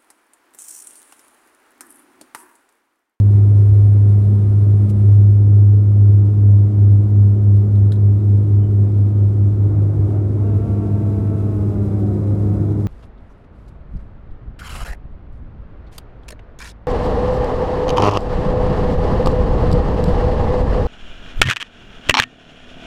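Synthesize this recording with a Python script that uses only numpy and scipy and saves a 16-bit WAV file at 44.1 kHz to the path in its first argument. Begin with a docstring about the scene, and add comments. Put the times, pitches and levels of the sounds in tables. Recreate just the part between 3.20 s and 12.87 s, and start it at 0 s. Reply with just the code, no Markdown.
"""A turboprop airliner's propeller hums, heard from the window seat beside it during lift-off and climb.
The hum beats with its own echo from the ground: faster as the climb steepens, weaker as the ground
falls away. Air roars along the body of the plane, and a hydraulic pump whines as the landing gear
folds up with a groan. Behind these are thin engine whines, dull bumps, ticks of the cabin's plastic
panels and faint whistles at the window."""
import sys
import numpy as np
from scipy import signal
from scipy.fft import rfft, irfft, next_fast_len
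from scipy.io import wavfile

SR = 44100
rng = np.random.default_rng(int(sys.argv[2]) if len(sys.argv) > 2 else 0)


def transcribe(u):
    """Save the signal u as a 16-bit wav file named by the first command-line argument.

    u: samples, shape (n,) or (channels, n), limited to [-1, 1]; the rate is SR.
    q: integer samples, one column per channel.
    """
    v = np.clip(np.atleast_2d(u).T, -1, 1)
    q = np.round(v * 32767).astype(np.int16)
    wavfile.write(sys.argv[1], SR, q)


N = 426447
TIME = np.arange(N) / SR
BLADE_HZ = 102.04  # blades passing per second


# The hum's lowest note, heard through the wall. Each row: time in seconds, relative level in dB.
HUM_LEVELS = [(0.0, -9), (0.65, -7.9), (1.2, -11.8), (1.55, -9.5), (1.72, -14.5), (1.9, -7.7), (3.0, -9.5),
              (4.0, -10.5), (5.5, -12.5), (6.1, -12.5), (7.0, -16), (8.7, -19), (9.67, -16.0)]
# The note an octave above it. 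Each row: time in seconds, relative level in dB.
OCTAVE_LEVELS = [(0.1, -30.5), (0.52, -44), (1.18, -25.5), (1.37, -37.5), (1.76, -24), (1.87, -31.5),
                 (1.92, -54), (1.98, -31), (2.45, -34), (3.73, -29), (6.29, -32.5), (6.4, -41.5),
                 (6.79, -40), (7.64, -27), (9.6, -28)]
# The buzz on top. Each row: multiple of the blade rate, level in dB against the third harmonic.
BUZZ_OVERTONES = [(4, -14), (5, -22), (6, -24.5), (7, -30)]

def propeller():
    """Passing blades hum; the ground echo travels ever farther, so it comes back lower and beats."""
    delay, echo_gain = ground_echo()
    cycles = BLADE_HZ * TIME
    echo = echo_gain * tone(cycles - BLADE_HZ * delay)
    hum = from_db(curve(HUM_LEVELS) + 0.06 + 0.33 * drift(36)) * (tone(cycles) + echo)
    third_db = -42 + 1.14 * TIME + 1.47 * drift(2.4)  # grows as the plane gathers speed
    overtones = [(2, curve(OCTAVE_LEVELS) + 0.5), (3, third_db)]
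    overtones += [(multiple, third_db + db) for multiple, db in BUZZ_OVERTONES]
    for multiple, db in overtones:
        # rough air meeting the blades shakes each overtone in level and phase
        gain = from_db(db + 1.5 * drift(14))
        hum += gain * tone(multiple * cycles + rng.random() + 0.0076 * drift(2.9))
    return hum


# How fast the plane rises. Each row: time in seconds, climb in metres per second.
CLIMB_RATES = [(0.4, 0.0), (1.4, 3.55), (2.9, 3.6), (4.6, 6.18), (7.3, 9.62), (9.67, 7.67)]

def ground_echo(runway_height_m=2.94, strongest_at_m=12.75, sound_m_per_s=343):
    """The hum bounces off the ground: gives the echo's delay in seconds and its gain."""
    height = runway_height_m + np.cumsum(curve(CLIMB_RATES)) / SR
    doublings = np.log2(height / strongest_at_m)
    loss_db = np.where(doublings < 0, 14.5, 4.5) * np.abs(doublings)
    return 2 * height / sound_m_per_s, from_db(-7 - loss_db)


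# The air's rumble, roar and hiss, and a midrange rush with a thin high sizzle, loud near the runway.
# Each row: frequency in Hz, relative level in dB.
RUMBLE_SPECTRUM = [(25, -25), (35, -20.5), (48, -10), (65, 2), (85, 3.5), (125, 0.9), (160, -2), (185, -7),
                   (225, -13.5)]
ROAR_SPECTRUM = [(225, -3), (260, 2), (290, -5), (355, 1.5), (430, -4), (490, -11.5), (660, -16.5),
                 (850, -22.5), (1050, -26.5), (1400, -29), (1650, -36.5), (2200, -39)]
HISS_SPECTRUM = [(2200, -3.5), (2800, -3.5), (3400, -5), (3850, -5.5), (4400, -8), (4950, -8), (5700, -9),
                 (7500, -11), (8400, -8), (9400, -8.5), (10500, -13.5), (12500, -18.5), (14500, -20),
                 (15600, -34)]
RUNWAY_RUSH_SPECTRUM = [(900, 14.5), (1500, 8), (2200, 7), (3000, 0), (4000, -0.5), (6800, -12.5),
                        (8400, -0.5), (9600, 2), (10500, -1.5), (12000, -20)]
# How loud those four are. 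Each holds: base level in dB, change in dB per second,
# extra dB near the runway, extra dB with the landing gear's bay open.
RUMBLE_LEVEL = (-30.5, 0.48, 3, 2.5)
ROAR_LEVEL = (-34.5, 0.25, 1.5, 2.5)
HISS_LEVEL = (-64.5, 0.03, 1.5, 1)
RUNWAY_RUSH_LEVEL = (-75, -0.57, 15, -0.5)

def airflow(gust_db=1.0, chop_depth=0.03):
    """Swirling air shakes the plane's body; each blade's wake chops the hiss a little."""
    low = air_layer(RUMBLE_LEVEL, RUMBLE_SPECTRUM) + air_layer(ROAR_LEVEL, ROAR_SPECTRUM)
    high = air_layer(HISS_LEVEL, HISS_SPECTRUM) + air_layer(RUNWAY_RUSH_LEVEL, RUNWAY_RUSH_SPECTRUM)
    high += leg_wind()
    gusts = from_db(gust_db * drift(17))
    chop = 1 + chop_depth * tone(BLADE_HZ * TIME)
    return low + high * gusts * chop


def air_layer(levels, spectrum, runway_fade_s=1.93):
    """One band of noise; the extra rush near the runway fades as the plane climbs away."""
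    base_db, db_per_s, runway_db, bay_db = levels
    near_runway = 1 - ramp(start_s=runway_fade_s, length_s=0.19)
    db = base_db + db_per_s * TIME + runway_db * near_runway + bay_db * bay_open()
    return from_db(db) * noise(spectrum)


def bay_open():
    """The landing gear's bay opens to the wind: 0 is shut, 1 is open."""
    return ramp(start_s=6.25, length_s=0.46)


# How fast the pump runs. Each row: time in seconds, piston strokes per second.
PUMP_SPEEDS = [(7.2, 208.5), (7.27, 231.8), (7.35, 215), (7.43, 228), (8.32, 217.4), (8.93, 179.3),
               (9.04, 176.8), (9.39, 183.3), (9.46, 164.3), (9.55, 167.7), (9.67, 156.8)]
# What the plane's frame lets through of the whine. Each row: frequency in Hz, gain in dB.
FRAME_RESPONSE = [(160, -3), (180, 4.5), (213, -4.5), (228, -12.5), (350, -0.5), (440, -6.5), (540, -6.5),
                  (680, -11.5), (750, -9), (850, -20), (1100, -22), (1350, -24), (1550, -33), (1800, -45.5),
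                  (2600, -39), (3400, -60.5)]
# The rasp of each stroke. Each row: frequency in Hz, relative level in dB.
RASP_SPECTRUM = [(1300, 1), (2000, -3), (2700, -1), (3500, -13.5)]

def hydraulic_pump(unloaded_hz=225.8):
    """Piston strokes whine and rasp, getting slower, weaker and rougher as the gear loads the pump."""
    stroke_hz = curve(PUMP_SPEEDS)
    octaves_slowed = np.log2(unloaded_hz / stroke_hz)
    jitter = 0.003 + 0.0081 * octaves_slowed
    strokes = np.cumsum(stroke_hz * (1 + jitter * drift(19.8))) / SR
    waver_db = 1.4 + 3 * octaves_slowed
    whine = np.zeros(N)
    for multiple in range(1, 15):
        db = db_at(FRAME_RESPONSE, multiple * stroke_hz) + waver_db * drift(5.3)
        whine += from_db(db) * tone(multiple * strokes + rng.random())
    rasp = from_db(-32) * noise(RASP_SPECTRUM) * np.sin(np.pi * strokes) ** 2
    gain = ramp(start_s=7.12, length_s=0.15) * from_db(-32.5 - 17 * octaves_slowed)
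    return gain * (whine + rasp)


# The rush of oil. Each row: frequency in Hz, relative level in dB.
OIL_SPECTRUM = [(400, -2.5), (550, 6), (750, 4), (1000, -12), (1400, -7.5), (1700, -26), (2500, -27),
                (3500, -36.5)]
# Its surges. Each row: time of the peak in seconds, level in dB, half-width in seconds.
OIL_SURGES = [(6.56, -47.5, .08), (6.95, -41, 0.044)]

def oil_rush():
    """Oil rushes through the valves once the bay opens, and surges as the locks let go."""
    return (from_db(-58.5) * bay_open() + swells(OIL_SURGES)) * noise(OIL_SPECTRUM)


# The groans. Each row: start and end in seconds, first and last pitch in Hz, level in dB.
LEG_GROANS = [(6.45, 7.05, 158, 136, -29.5), (9.38, 9.68, 165.3, 128.6, -29.5)]

def leg_groans():
    """The landing gear's legs groan as they unlock, and again as they settle into the bay."""
    return sagging_notes(LEG_GROANS, waver_db=3, pitch_wander=0.025)


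# The bumps. Each row: time of the peak in seconds, level in dB, half-width in seconds.
FRAME_BUMPS = [(.51, -20, 0.021), (1.8, -29.5, .06)]

def frame_bumps(pitch_hz=70):
    """The plane's frame bumps dully: a low note swells and is gone."""
    return swells(FRAME_BUMPS) * tone(pitch_hz * TIME)


# The ticks. Each row: start in seconds, relative level in dB.
PANEL_TICKS = [(1.03, -57.5), (4.555, -52), (4.72, -33.5), (4.725, -48), (4.737, -49.5), (4.758, -50)]
# The notes a panel rings with. Each row: pitch in Hz, relative level in dB, seconds to fade by 60 dB.
PANEL_NOTES = [(1480, -4, .04), (1780, -7, .04), (2900, -11, .025), (3300, -5, 0.044), (3600, 0.5, 0.017),
               (3900, 0.5, 0.039), (4260, -4.5, 0.024), (5010, -8, 0.022), (6380, -17, 0.026),
               (9020, -16, .06)]
# A short scuff. Each row: time of the peak in seconds, level in dB, half-width in seconds.
SCUFFS = [(1.702, -50, 0.0081)]
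# The noise in both cracks and scuff. Each row: frequency in Hz, relative level in dB.
CRACK_SPECTRUM = [(1800, -4), (3800, 0.5), (5000, -3.5), (7000, -2.5), (10000, 0.5), (12500, -6),
                  (14300, -11), (15500, -21)]

def cabin_ticks(crack_fade_s=0.071):
    """Each tick is a bright crack and the short ring of a plastic panel; there is also one scuff."""
    age = TIME[:SR // 4]
    ring = np.zeros(len(age))
    for k, (hz, db, fade_s) in enumerate(PANEL_NOTES):
        ring += (-1) ** k * from_db(db - 4 - 60 * age / fade_s) * np.sin(2 * np.pi * hz * age)
    crack_gain = from_db(-14.5 - 60 * age / crack_fade_s)
    ticks, crack = np.zeros(N), noise(CRACK_SPECTRUM)
    for start_s, db in PANEL_TICKS:
        first = round(start_s * SR)
        span = slice(first, first + len(age))
        ticks[span] += from_db(db) * (ring + crack_gain * crack[span])
    return ticks + swells(SCUFFS) * noise(CRACK_SPECTRUM)


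# The engine's steady notes. Each row: pitch in Hz, level in dB.
ENGINE_WHINES = [(721, -63), (964.5, -68), (1227, -68.5), (2530, -85), (3519, -85), (3817, -85),
                 (4888, -89.5), (7250, -87), (14340, -97)]

def engine(waver_db=3, pitch_wander=0.0012):
    """The gearbox and turbine give thin, slightly unsteady whines."""
    whines = np.zeros(N)
    for hz, db in ENGINE_WHINES:
        gain = from_db(db + waver_db * drift(3.9))
        whines += gain * tone(np.cumsum(hz * (1 + pitch_wander * drift(7.5))) / SR)
    return whines


# The hiss around the legs. Each row: frequency in Hz, relative level in dB.
LEG_WIND_SPECTRUM = [(3000, -4.5), (4400, -5.5), (7000, 1.5), (9300, -1.5), (11000, -4), (14300, -2),
                     (15600, -5)]
# The notes of the gaps. Each row: pitch in Hz, level in dB against that hiss.
GAP_NOTES = [(3500, -8.5), (3920, -7), (4950, -8), (8130, -13.5), (9280, -13.5), (14340, -15.5)]

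def leg_wind(note_width_hz=70):
    """Wind hisses past the folding legs and sets narrow gaps singing."""
    damping = np.exp(-np.pi * note_width_hz / SR)
    singing, wind = np.zeros(N), rng.standard_normal(N)
    for hz, db in GAP_NOTES:
        feedback = [1, -2 * damping * np.cos(2 * np.pi * hz / SR), damping ** 2]  # rings at this pitch
        singing += from_db(db) * unit_power(signal.lfilter([1, 0, -1], feedback, wind))
    return from_db(-68) * ramp(start_s=6.6, length_s=1.8) * (noise(LEG_WIND_SPECTRUM) + singing)


# The whistles. Each row: start and end in seconds, first and last pitch in Hz, relative level in dB.
WINDOW_WHISTLES = [(2.443, 3.05, 3070, 2904, -76.5), (3.245, 4.3, 3270, 2980, -74.5),
                   (5.121, 5.6, 3250, 2930, -71), (5.748, 6.25, 3240, 3060, -71)]

def window_whistles():
    """Air at the window makes faint, falling whistles."""
    return from_db(-3.5) * sagging_notes(WINDOW_WHISTLES, waver_db=4, pitch_wander=0.004)


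def sagging_notes(rows, waver_db, pitch_wander):
    """Unsteady notes that swell, sink in pitch and fade."""
    notes = np.zeros(N)
    for start, end, first_hz, last_hz, db in rows:
        progress = np.clip((TIME - start) / (end - start), 0, 1)
        hz = (first_hz + (last_hz - first_hz) * progress) * (1 + pitch_wander * drift(19))
        arch = np.sqrt(np.abs(np.sin(np.pi * progress)))
        notes += from_db(db + waver_db * drift(22)) * arch * tone(np.cumsum(hz) / SR)
    return notes


def from_db(db):
    """Turn decibels into a gain to multiply by."""
    return 10 ** (np.asarray(db) / 20)


def unit_power(x):
    """Scale a signal so that its average power is 1."""
    return x / np.sqrt(np.mean(x ** 2) + 1e-20)


def curve(rows):
    """Join (time, value) points with straight lines."""
    return np.interp(TIME, *np.transpose(rows))


def ramp(start_s, length_s):
    """A smooth step from 0 to 1."""
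    return np.sin(np.pi / 2 * np.clip((TIME - start_s) / length_s, 0, 1)) ** 2


def swells(rows):
    """A bell-shaped rise and fall of gain for each row."""
    return sum(from_db(db) * np.exp(-0.5 * ((TIME - peak) / width) ** 2) for peak, db, width in rows)


def tone(cycles):
    """A sine wave of power 1, from its running count of cycles."""
    return np.sqrt(2) * np.sin(2 * np.pi * cycles)


def drift(rate_hz):
    """A smooth random wobble, typically of size 1."""
    step, warm_up = 40, 2000  # samples per point, points skipped
    memory = np.exp(-2 * np.pi * rate_hz * step / SR)
    white = rng.standard_normal(N // step + warm_up + 2)
    slow = signal.lfilter([1], [1, -2 * memory, memory ** 2], white)[warm_up:]
    return np.interp(np.arange(N) / step, np.arange(len(slow)), unit_power(slow))


def db_at(spectrum, hz):
    """Look up a spectrum's level; beyond its ends it falls 60 dB per octave."""
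    row_hz, db = np.transpose(spectrum)
    octaves, wanted = np.log2(row_hz), np.log2(np.maximum(hz, 1))
    outside = np.abs(wanted - np.clip(wanted, octaves[0], octaves[-1]))
    return np.interp(wanted, octaves, db) - 60 * outside


def noise(spectrum):
    """Noise of power 1, shaped to a spectrum."""
    size = next_fast_len(N)
    white = rfft(rng.standard_normal(size))
    hz = np.arange(len(white)) * SR / size
    return unit_power(irfft(white * from_db(db_at(spectrum, hz)), size)[:N])


def scene():
    """Everything as it reaches the seat, in one channel."""
    flight = propeller() + engine() + airflow() + window_whistles()
    landing_gear = hydraulic_pump() + oil_rush() + leg_groans()
    return (flight + landing_gear + frame_bumps() + cabin_ticks())[None]


def record(dry):
    """The highest treble is cut off steeply."""
    cutoff_hz = 15650
    return signal.sosfilt(signal.ellip(10, 0.1, 80, cutoff_hz, fs=SR, output="sos"), dry)


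dry = scene()
out = record(dry)
transcribe(out)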